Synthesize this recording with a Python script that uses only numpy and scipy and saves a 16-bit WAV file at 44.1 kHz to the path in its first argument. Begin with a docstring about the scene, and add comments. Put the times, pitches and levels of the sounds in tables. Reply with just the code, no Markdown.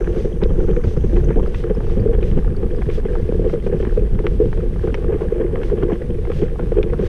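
"""Knocks and thumps over a low, uneven drone: a loaded cart rolls along rough asphalt.
Each bump is an impact that rings the modes of a camera mount on the frame and makes the load scuff
by sliding friction; loose parts tick, rattle and chink, and the load creaks once by stick-slip.
Something brushes about once a turn. Turbulent wind buffets the microphone, over a fine hiss
and a thin shrill band that fades away."""
import sys
import numpy as np
from scipy import signal
from scipy.fft import rfft, irfft, next_fast_len
from scipy.io import wavfile
from scipy.ndimage import uniform_filter1d

SR = 44100
rng = np.random.default_rng(int(sys.argv[2]) if len(sys.argv) > 2 else 0)


def waveform_to_disk(signal):
    """Save audio, clipped to [-1, 1], as 16-bit WAV at the path in sys.argv[1]."""
    frames = np.transpose(np.atleast_2d(signal))
    scaled = np.clip(frames, -1, 1) * 32767
    samples = np.round(scaled).astype(np.int16)
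    wavfile.write(sys.argv[1], SR, samples)


N = 312228
T = np.arange(N) / SR

# bumps in the road: (time [s], level [dB], scuff offset [dB], thump offset [dB], rise time [s],
# pitch of the knock [Hz])
BUMPS = [(0.005, -19, -16.5, -22, 0.0037, 412), (0.072, -22.5, -27, -20, 0.0084, 390),
         (0.157, -18, -19, 1, 0.0087, 440), (0.245, -19.0, -23, -1, 0.0039, 396),
         (0.417, -14, -22, 0, 0.0065, 410), (0.453, -16, -30, -26, 0.0019, 440),
         (0.502, -21, -19.5, -0.5, 0.004, 388), (0.572, -16, -24, -3, 0.021, 365),
         (0.675, -15.5, -20, -5, 0.011, 445), (0.763, -16, -25, -3.5, 0.0035, 456),
         (0.841, -17.5, -22, -19, 0.0029, 440), (1.035, -17.5, -21.5, 3, 0.0032, 380),
         (1.128, -19, -25, -12, 0.0042, 404), (1.156, -16.5, -16, -11, 0.01, 397),
         (1.229, -23, -27, -11, 0.0025, 423), (1.269, -23.5, -22, -11, 0.0022, 450),
         (1.284, -23, -14, -9, 0.004, 402), (1.301, -16.5, -23, -12, .002, 467),
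         (1.358, -19.5, -32, -3, 0.011, 335), (1.426, -19, -22, -2, 0.0025, 418),
         (1.695, -13.5, -21.5, -1.5, 0.0044, 460), (1.964, -18.5, -22.5, 4, 0.0071, 460),
         (2.025, -24, -29, -19, 0.0042, 420), (2.052, -13, -33, -20, 0.0057, 433),
         (2.082, -16, -32.5, -17, 0.0092, 440), (2.129, -20.5, -16, -2, 0.0058, 473),
         (2.18, -19, -29, -4, 0.003, 463), (2.218, -22, -20.5, -17, 0.0015, 425),
         (2.365, -17, -18.5, 2.5, 0.0069, 480), (2.624, -20.5, -16, -2, 0.0043, 385),
         (2.705, -24, -24, -18, 0.0022, 420), (2.782, -25, -18, 6, 0.0046, 400),
         (2.885, -26.5, -19, -20, 0.0032, 397), (2.972, -22, -26, -12, .003, 414),
         (3.045, -16.5, -20.5, -16, 0.0055, 380), (3.076, -20.5, -26, -18, 0.021, 410),
         (3.288, -16, -25, -2, 0.0018, 430), (3.342, -21, -34, -3, 0.004, 420),
         (3.391, -18.5, -37, 0, 0.0016, 425), (3.439, -14, -28, -12, 0.0086, 456),
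         (3.529, -13, -26, -7, 0.0064, 443), (3.661, -17.5, -19, -14, 0.0052, 390),
         (3.695, -19.5, -22.5, -15, 0.0018, 420), (3.72, -16.5, -19, 2, 0.013, 450),
         (3.798, -19, -18, -14.5, 0.0016, 412), (3.823, -19.5, -18, -12, 0.0035, 420),
         (3.866, -19, -16.5, 1, 0.0021, 370), (3.963, -13, -27, -26.5, 0.0077, 464),
         (4.236, -18, -18, -9, 0.012, 405), (4.398, -10, -30, -25, 0.0053, 420),
         (4.432, -18.5, -37, -13, 0.0096, 412), (4.572, -21.0, -19, -20, 0.0016, 383),
         (4.834, -16, -21.5, -8, 0.0052, 404), (4.872, -19, -13, 2.5, 0.0012, 417),
         (5.08, -17.5, -27, -17, 0.011, 444), (5.119, -17, -20.5, -24, 0.0082, 433),
         (5.139, -17, -38, -19, 0.0025, 433), (5.319, -11.5, -32, -25, 0.0017, 452),
         (5.393, -15.5, -22, -5, 0.0094, 470), (5.445, -16, -31, -20, 0.0017, 370),
         (5.518, -21.5, -22, 0, 0.018, 475), (5.567, -21, -26, -4, 0.0074, 416),
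         (5.608, -21, -27, -19, 0.012, 408), (5.716, -13, -37, -7, 0.0071, 410),
         (5.756, -25, -31, 5, 0.018, 460), (5.812, -24, -14.5, -3, 0.0076, 400),
         (5.829, -14.5, -17.5, 0, 0.0014, 397), (5.846, -18, -41, -11, 0.007, 420),
         (5.881, -20, -19, -13, .003, 416), (5.915, -14, -17.5, 0, 0.0041, 390),
         (5.938, -26.5, -17.5, -5, 0.0078, 415), (6.014, -23, -22, -16, 0.0032, 414),
         (6.096, -21, -28, -9, .003, 414), (6.18, -21.5, -26, -13, 0.0043, 427),
         (6.298, -16.5, -17, -26, 0.0015, 427), (6.416, -14.5, -22, 2, 0.0064, 486),
         (6.623, -27.5, -20, 8, 0.0043, 416), (6.716, -16, -20.5, -7, 0.0024, 423),
         (6.764, -10, -28.5, -15, 0.01, 450), (6.834, -21.5, -20.5, -11, 0.0047, 425),
         (6.895, -28, -17, -7, .003, 420), (6.985, -18.5, -19, 1, 0.0077, 480),
         (7.022, -16, -23.5, -11, 0.0041, 424)]
# spectrum of scuffing contact: (frequency [Hz], level [dB])
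SCUFF_SPECTRUM = [(250, -17), (600, 3), (700, 4), (800, 9.5), (950, 2), (1130, 1.5), (1380, -5),
                  (1600, -0.5), (1900, -5.5), (2300, -10.5), (3250, -14.5), (3900, -39.5), (6000, -33),
                  (15000, -57)]


def jolts(knock_db=-0.12, scuff_db=-2.5, thump_db=-4, sharpness=1.18, settle_s=0.00089):
    """Impact excitation: a bump's flurry of blows rings the mount, thumps the frame, slides the load."""
    # response of the frame: (frequency [Hz], level [dB])
    thump_spectrum = [(40, -35), (110, 4), (170, 9), (240, 4), (300, -6.5), (500, -59), (3000, -110)]
    out, t = np.zeros(N), np.arange(7000) / SR
    slips = np.tile(amp(4 * wobble(rate_hz=300)), 2)  # the grain of sliding friction
    for at, db, scuff_offset_db, thump_offset_db, rise_s, hz in BUMPS:
        age = (t / max(rise_s, 0.002)) ** sharpness
        force = noise(len(t)) * np.sqrt(age) * np.exp(-age / 2)
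        ring = mount(force, damping=1.26, pitch_hz=hz, focus_hz=80)
        knock = amp(knock_db) * crest(ring, size=400)
        thump = amp(thump_db + thump_offset_db) * crest(colour(force, thump_spectrum), size=500)
        rub = noise(len(t)) * t * np.exp(-t / (rise_s + settle_s))  # the load lags and slides on
        rub *= slips[round(at * SR):][:len(t)]
        scuff = amp(scuff_db + scuff_offset_db) * crest(colour(rub, SCUFF_SPECTRUM), size=500)
        add(out, at, amp(db) * (knock + thump + scuff))
    return out


def mount(force, damping=1, pitch_hz=430, focus_hz=np.inf):
    """Modal resonance: the mount rings in a few broad modes; a blow may favour those near one pitch."""
    # modes of the mount: (frequency [Hz], width at damping 1 [Hz], level [dB])
    modes = [(352.8, 38.4, 4.5), (436.4, 116, 4), (483.5, 33, 1.5), (640, 150, -41.5)]
    f = np.geomspace(100, 16000, num=300)
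    power = sum(amp(db) ** 2 / (1 + (2 * (f - hz) / (width * damping)) ** 2) ** 2
                for hz, width, db in modes)
    power /= 1 + ((f - pitch_hz) / focus_hz) ** 2
    return colour(force, np.c_[f, 10 * np.log10(power)])


def landings(level_db=-3.5, swell_cycles=0.8, click_db=-31, click_s=0.0006):
    """Damped oscillation: the landing load shoves the frame through a swing or two, with a dry click."""
    # solid blows of the load on the bed: (time [s], level [dB], pitch [Hz])
    blows = [(0.433, -4.5, 397), (0.705, -16, 333), (0.712, -7, 168), (0.973, -6, 150), (1.095, -15, 206),
             (1.359, -9, 303), (1.396, -9, 357), (1.779, -13, 194), (2.060, -16, 430), (2.314, -5.5, 131),
             (2.378, -11.5, 403), (2.504, -14, 128), (2.865, -7, 133), (2.888, -10.5, 375),
             (3.323, -5, 390), (3.395, -15, 395), (3.449, -12, 450), (3.539, -12, 433), (3.802, -8, 407),
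             (4.147, -17, 190), (4.154, -8.5, 119), (4.456, -11.5, 388), (4.878, -10.5, 400),
             (4.925, -12, 240), (5.727, -11, 390), (5.833, -3.5, 380), (5.923, -8.5, 410),
             (6.423, -7.5, 406), (6.721, -10, 410), (6.785, -8, 404)]
    # spectrum of the click: (frequency [Hz], level [dB])
    click_spectrum = [(300, -17.5), (900, 1), (1600, 3.5), (2300, -3.5), (2700, -7), (3100, -1.5),
                      (3500, -12.5), (4200, -23), (9000, -39)]
    out, t = np.zeros(N), np.arange(3000) / SR
    for at, db, hz in blows:
        swing = pulse(t * hz / swell_cycles) ** 2 * np.sin(2 * np.pi * hz * t)
        add(out, at, amp(db + level_db) * swing)
        contact = noise(len(t)) * t * np.exp(-t / click_s)
        add(out, at, amp(db + click_db) * crest(colour(contact, click_spectrum), size=130))
    return out


def rolling(drone_db=-32, grit_db=-51, shake_db=4.5, grit_shake_db=1.5, stones_per_s=350):
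    """Roughness excitation: stones under the wheels drive an uneven drone in the mount, and grit."""
    # roughness of the asphalt: (time [s], level [dB])
    roughness = [(0.0, 12), (0.33, 2.5), (0.6, 3), (0.92, 6), (1.3, 6), (1.6, 8), (2.15, 7.5), (2.68, 3.5),
                 (3.3, 6), (3.8, 0.5), (4.1, 4), (4.7, 1.5), (5.15, 10), (5.8, 8.5), (6.05, 0), (6.52, 2),
                 (6.7, 7), (7.08, 5.5)]
    drive = follow(roughness) ** 0.68  # the sound grows more slowly than the roughness
    shake = np.minimum(wobble(rate_hz=37), 1.5)
    stones = (rng.random(N) < stones_per_s / SR) * rng.choice([-1, 1], N)
    stones = stones * amp(2 * np.minimum(rng.exponential(1, N), 4))  # a few strike harder
    force = unit(stones) + 0.61 * noise(N)  # single stones over the fine grain of the road
    drone = unit(mount(force * amp(shake_db * shake)))
    grit = unit(colour(force * amp(grit_shake_db * shake), SCUFF_SPECTRUM))
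    return drive * (amp(drone_db) * drone + amp(grit_db) * grit)


def ticks(snap_db=12, hard_db=-28, rebound_db=-12, chatter_db=-22, chatter_s=0.009):
    """Impact and rebound: a loose part strikes the frame, rings, drops back once and chatters."""
    # strikes of loose parts: (time [s], level [dB], pitch [Hz], contact time [s])
    strikes = [(.073, -30.5, 1610, 0.00085), (.1486, -41, 1560, .0011), (.4148, -31, 1570, 0.003),
               (.4295, -37.5, 1890, 0.0013), (0.4357, -30, 3300, 0.00025), (0.565, -38, 1300, .0014),
               (0.602, -36, 1310, 0.0016), (.7645, -32, 1710, 0.001), (0.837, -34.5, 1800, 0.0018),
               (.965, -37.5, 1480, 0.0016), (1.2007, -36, 1190, 0.00091), (1.305, -31, 1600, 0.0016),
               (1.4, -32, 1120, 0.00086), (1.459, -32, 1390, 0.0016), (1.5442, -30, 2340, 0.002),
               (1.639, -32, 1390, 0.0009), (1.75, -36, 1100, 0.00072), (1.802, -30, 1120, 0.0021),
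               (1.8977, -35.5, 1700, 0.00091), (2.149, -34.5, 1700, 0.0013), (2.227, -34, 2330, 0.0017),
               (2.444, -35, 1830, 0.002), (2.4777, -34, 1100, .0014), (2.8193, -31, 1490, 0.0011),
               (2.898, -34, 2290, 0.0022), (3.152, -29, 1210, 0.0015), (3.496, -33, 1410, 0.0011),
               (3.673, -33, 1340, 0.0013), (3.8491, -31, 1790, 0.0015), (4.189, -30.5, 1740, 0.0011),
               (4.2671, -19, 1980, 0.00059), (4.5282, -29, 1610, 0.00093), (4.76, -34.5, 1260, 0.001),
               (4.9428, -22.5, 2410, 0.00119), (5.0424, -31, 1200, .0012), (5.123, -40, 1300, .001),
               (5.208, -29.5, 1190, 0.0022), (5.229, -34, 1100, 0.0014), (5.557, -26.5, 1390, 0.00055),
               (5.5782, -42, 1250, .0012), (5.616, -38, 1550, 0.00062), (5.633, -29.5, 2110, 0.00059),
               (5.699, -32, 1250, 0.001), (5.777, -35, 1300, 0.0011), (5.824, -28, 1510, 0.0021),
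               (5.896, -31.5, 1050, 0.0057), (5.919, -39, 1680, 0.0012), (6.017, -40, 1700, 0.0027),
               (6.25, -33, 1510, 0.0014), (6.2702, -38, 1460, 0.0013), (6.301, -48, 1310, 0.0016),
               (6.317, -32, 2020, 0.00085), (6.5575, -34, 1100, .0012), (6.592, -27, 1430, 0.0027),
               (6.8287, -28, 2550, 0.00086), (6.9332, -29, 1320, .0013), (7.012, -34, 1120, 0.00075)]
    # ring of a loose part: (frequency [multiples of its pitch], level [dB])
    part_spectrum = [(.1, -25.5), (.36, -1.5), (.5, 1.5), (.68, -0.5), (1.001, 2), (1.2, -4), (1.421, -9.5),
                     (1.8, -21), (2.3, -26), (3, -35.5), (7, -54.5)]
    # the camera case, which every tick passes through: (frequency [Hz], gain [dB])
    case_response = [(400, -4), (650, 5), (870, 2), (1100, 0.5), (1550, -0.5), (1850, 0), (2250, 2),
                     (2700, 1.5), (3050, 3), (3500, 4.5), (4000, 1), (4700, -3.5), (5600, 1), (6600, -7.5),
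                     (9000, -18), (15000, -24.5)]
    out, t = np.zeros(N), np.arange(2000) / SR
    chatter = amp(chatter_db) * np.exp(-t / chatter_s)
    for at, db, hz, contact_s in strikes:
        age = t / max(contact_s, 0.0004)  # in contact times
        rebound = amp(rebound_db) * pulse(np.maximum(age - 6, 0))
        contact = noise(len(t)) * (pulse(age) + rebound + chatter)
        contact[np.argmax(age >= 1)] += amp(snap_db) * min(1, amp(db - hard_db))  # strong blows snap
        ring = colour(contact, np.array(part_spectrum) * [hz, 1])
        add(out, at, amp(db) * crest(colour(ring, case_response), size=130))
    return out


def creak(level_db=7, slips_per_s=135, jitter_periods=0.13, ring_s=0.0018):
    """Stick-slip friction: something in the load slips a few times, each slip ringing higher."""
    # course of the creak: (time [s], level [dB], pitch [Hz])
    course = [(1.351, -48, 570), (1.36, -29, 610), (1.37, -28.5, 646), (1.385, -38, 810),
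              (1.401, -39, 1010), (1.41, -58, 1080)]
    times, db, hz = np.transpose(course)
    out, t = np.zeros(N), np.arange(1000) / SR
    for at in np.arange(times[0], times[-1], 1 / slips_per_s):
        at += jitter_periods * rng.standard_normal() / slips_per_s
        ring = pulse(t / ring_s) * np.sin(2 * np.pi * np.interp(at, times, hz) * t)
        add(out, at, amp(np.interp(at, times, db) + level_db) * ring)
    return out


def rattle(level_db=-52, taps_per_s=36, parts=12, ring_q=5, settle_s=0.02, idle=0.3, contact_s=0.0014):
    """Random impacts: small parts of the load tap, each at its own pitch, most often just after a bump."""
    out, t, kicks = np.zeros(N), np.arange(1000) / SR, np.zeros(N)
    for at, db, scuff_offset_db, *_ in BUMPS:
        add(kicks, at, amp([db + scuff_offset_db]))
    unrest = signal.lfilter([1], [1, -np.exp(-1 / (settle_s * SR))], kicks)
    unrest = idle + (1 - idle) * unrest / unrest.mean()
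    for hz in np.geomspace(1150, 3150, parts):
        hits = rng.random(N) < unrest * taps_per_s / parts / SR
        strength = amp(2 * np.minimum(rng.exponential(1, N), 2))
        contact = noise(len(t)) * t * np.exp(-t / contact_s)
        tap = unit(resonate(contact, hz, ring_q)) * hz  # higher parts are weighted more
        out += signal.oaconvolve(hits * strength, tap)[:N]
    return amp(level_db) * unit(colour(out, SCUFF_SPECTRUM))


def chinks(level_db=-2.5, ring_q=11, grit_db=-11):
    """Free vibration: small metal parts graze with a little grit and ring briefly on one thin note."""
    # touches of metal on metal: (time [s], level [dB], pitch [Hz], contact time [s])
    touches = [(0.433, -48, 5000, .0012), (.838, -49, 4770, .003), (.968, -52, 5070, .003),
               (1.005, -58, 6200, .006), (1.243, -45, 6060, 0.0028), (1.471, -54, 4900, .002),
               (1.745, -51, 5180, 0.0032), (1.998, -50.5, 4670, 0.0029), (2.564, -44, 4470, .001),
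               (2.759, -52, 4900, 0.0027), (4.9422, -43, 5530, 0.0014)]
    # spectrum of the grit: (frequency [Hz], level [dB])
    grit_spectrum = [(1000, -17), (3500, -4), (6200, -1), (7500, -11), (11000, -16), (13800, -9),
                     (15000, -23)]
    out, t = np.zeros(N), np.arange(3000) / SR
    for at, db, hz, contact_s in touches:
        graze = noise(len(t)) * t / contact_s * np.exp(-t / contact_s)
        ring = crest(resonate(graze, hz, ring_q, stages=2), size=130)
        grit = crest(colour(graze, grit_spectrum), size=130)
        add(out, at, amp(db + level_db) * (ring + amp(grit_db) * grit))
    return out


def brushing(level_db=2.5, resting_db=-61):
    """Friction noise: a soft rub swells with contact pressure as a turning part comes round."""
    # rubs about once a turn: (time of the peak [s], level [dB], half length [s])
    rubs = [(0.205, -54, 0.064), (.895, -53.5, .05), (1.585, -55, .048), (2.275, -53.5, 0.044),
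            (2.952, -48.5, 0.041), (3.66, -56, .035), (5.67, -54, 0.036), (6.385, -53, 0.056),
            (7.075, -49.5, 0.051)]
    # lighter grazes in between: (time of the peak [s], level [dB], half length [s])
    grazes = [(1.14, -60, 0.07), (1.897, -58.5, 0.067), (3.227, -65, 0.15), (3.514, -56, 0.033),
              (3.82, -63, .035), (3.923, -61, 0.056), (4.32, -61, 0.06), (4.57, -65, 0.081),
              (5.95, -65, 0.059)]
    # spectrum of the rub: (frequency [Hz], level [dB])
    rub_spectrum = [(500, -26), (1500, 1.5), (3400, -1), (4000, -5.5), (6100, -9.5), (7000, -16),
                    (9000, -18), (11000, -30), (13500, -22), (15000, -36)]
    pressure = sum(amp(db) * np.exp(-((T - at) / half_s) ** 2) for at, db, half_s in rubs + grazes)
    resting_pressure = amp(resting_db + 3 * wobble(rate_hz=5))
    friction = noise(N) * amp(0.7 * wobble(rate_hz=70))  # the rub catches slightly
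    return (amp(level_db) * pressure + resting_pressure) * unit(colour(friction, rub_spectrum))


def wind(push_db=1.5, buffet_db=-6.5, steadiness=0.46, buffet_growth=0.91):
    """Turbulent pressure: large eddies push on the microphone and small ones buffet it, in quick gusts."""
    # strength of the wind: (time [s], level [dB])
    strength = [(0.0, -19.5), (0.35, -24.5), (0.47, -15), (0.7, -17.5), (0.87, -17.5), (1.4, -14),
                (1.55, -22), (1.85, -20), (2.0, -17.5), (2.33, -16), (2.55, -19), (2.9, -19), (3.1, -18),
                (3.6, -21.5), (4.0, -17.5), (4.42, -19), (5.35, -22), (5.93, -20.5), (6.0, -27.5),
                (6.08, -21), (6.7, -20), (7.08, -19.5)]
    # spectrum of the large eddies: (frequency [Hz], level [dB])
    push_spectrum = [(5, -43), (15, 2), (28, 0), (42, 1.5), (62, -7.5), (85, -14.5), (130, -28.5),
                     (300, -99), (2000, -120)]
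    # spectrum of the small eddies: (frequency [Hz], level [dB])
    buffet_spectrum = [(40, -28), (80, 4.5), (125, -1), (175, -1), (240, -8), (290, -14), (450, -17.5),
                       (800, -39.5), (2000, -62), (8000, -110)]
    swell = follow(strength)
    push = swell * amp(0.5 * wobble(rate_hz=6))
    buffet = swell.mean() * (swell / swell.mean()) ** buffet_growth * amp(2 * wobble(rate_hz=9))
    eddies = unit(colour(noise(N), push_spectrum))
    local_rms = np.sqrt(abs(uniform_filter1d(eddies ** 2, size=4000)) + 1e-6)
    eddies = unit(eddies / local_rms ** steadiness)  # eddies in one gust are of like size
    flutter = unit(colour(noise(N) * amp(1.84 * wobble(rate_hz=29)), buffet_spectrum))
    return amp(push_db) * push * eddies + amp(buffet_db) * buffet * flutter


def air(hiss_db=-55.5, shrill_hz=6050, shrill_q=5.2, flicker_db=2):
    """Broadband and narrowband noise: a steady hiss, and a shrill band that fades as the cart moves on."""
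    # fading of the shrill band: (time [s], level [dB])
    shrill_level = [(0, -64), (1.3, -65), (3, -87.5), (7.08, -84)]
    # spectrum of the hiss: (frequency [Hz], level [dB])
    hiss_spectrum = [(500, 14.5), (3300, 8), (4200, 1), (6200, -1.5), (7100, -6), (8900, 3.5), (11000, -4),
                     (13500, -8.5), (15000, -28.5)]
    band = resonate(noise(N), shrill_hz, shrill_q, stages=2)
    shrill = unit(band * amp(flicker_db * wobble(rate_hz=12)))
    hiss = unit(colour(noise(N), hiss_spectrum))
    return amp(hiss_db) * hiss + follow(shrill_level) * shrill


def amp(db):
    """Decibels to amplitude gain."""
    return 10 ** (np.asarray(db) / 20)


def unit(x):
    """Normalisation to rms 1."""
    return x / np.sqrt(np.mean(x ** 2) + 1e-20)


def crest(x, size):
    """Normalisation of the loudest stretch of size samples to rms 1."""
    return x / np.sqrt(uniform_filter1d(x ** 2, size).max() + 1e-20)


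def follow(curve):
    """Interpolation of (time [s], level [dB]) rows to a gain at every sample."""
    return amp(np.interp(T, *np.transpose(curve)))


def add(mix, at, sound):
    """Superposition: mixes a sound in at a time in seconds."""
    part = mix[max(0, round(at * SR)):][:len(sound)]
    part += sound[:len(part)]


def pulse(age):
    """Critically damped response: rises to 1 at age 1, then dies away."""
    return age * np.exp(1 - age)


def noise(size):
    """White Gaussian noise."""
    return rng.standard_normal(size)


def wobble(rate_hz):
    """Random modulation: noise of rms 1, low-passed at the given rate."""
    f = np.fft.rfftfreq(N, 1 / SR)
    return unit(irfft(rfft(noise(N)) / (1 + (f / rate_hz) ** 4), N))


def resonate(x, hz, q, stages=1):
    """Resonance: like second-order band-passes in series."""
    for _ in range(stages):
        x = signal.lfilter(*signal.iirpeak(hz, q, SR), x)
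    return x


def colour(x, spectrum):
    """Minimum-phase filtering by (frequency [Hz], level [dB]) rows."""
    size = 2 * next_fast_len(len(x) // 2 + 2048)
    hz, db = np.transpose(spectrum)
    f = abs(np.fft.fftfreq(size, 1 / SR))
    log_gain = np.log(amp(np.interp(np.log(f + 1), np.log(hz + 1), db)))
    response = np.exp(np.conj(signal.hilbert(log_gain)))[:size // 2 + 1]
    return irfft(rfft(x, size) * response, size)[:len(x)]


def scene():
    """Free-field superposition: the sources add close to the microphone, in the open air."""
    cart = rolling() + jolts() + landings() + ticks() + rattle() + creak() + chinks() + brushing()
    return (cart + wind() + air())[None]


def record(dry):
    """Band limiting: a low-pass at 15 kHz, with 6 ms fades that keep the ends free of clicks."""
    lowpass = signal.firwin(1023, 15000, window=("kaiser", 9), fs=SR)
    fade = np.minimum(np.minimum(T, T[::-1]) / 0.006, 1)
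    return signal.oaconvolve(dry * fade, lowpass[None], "same")


dry = scene()
out = record(dry)
waveform_to_disk(out)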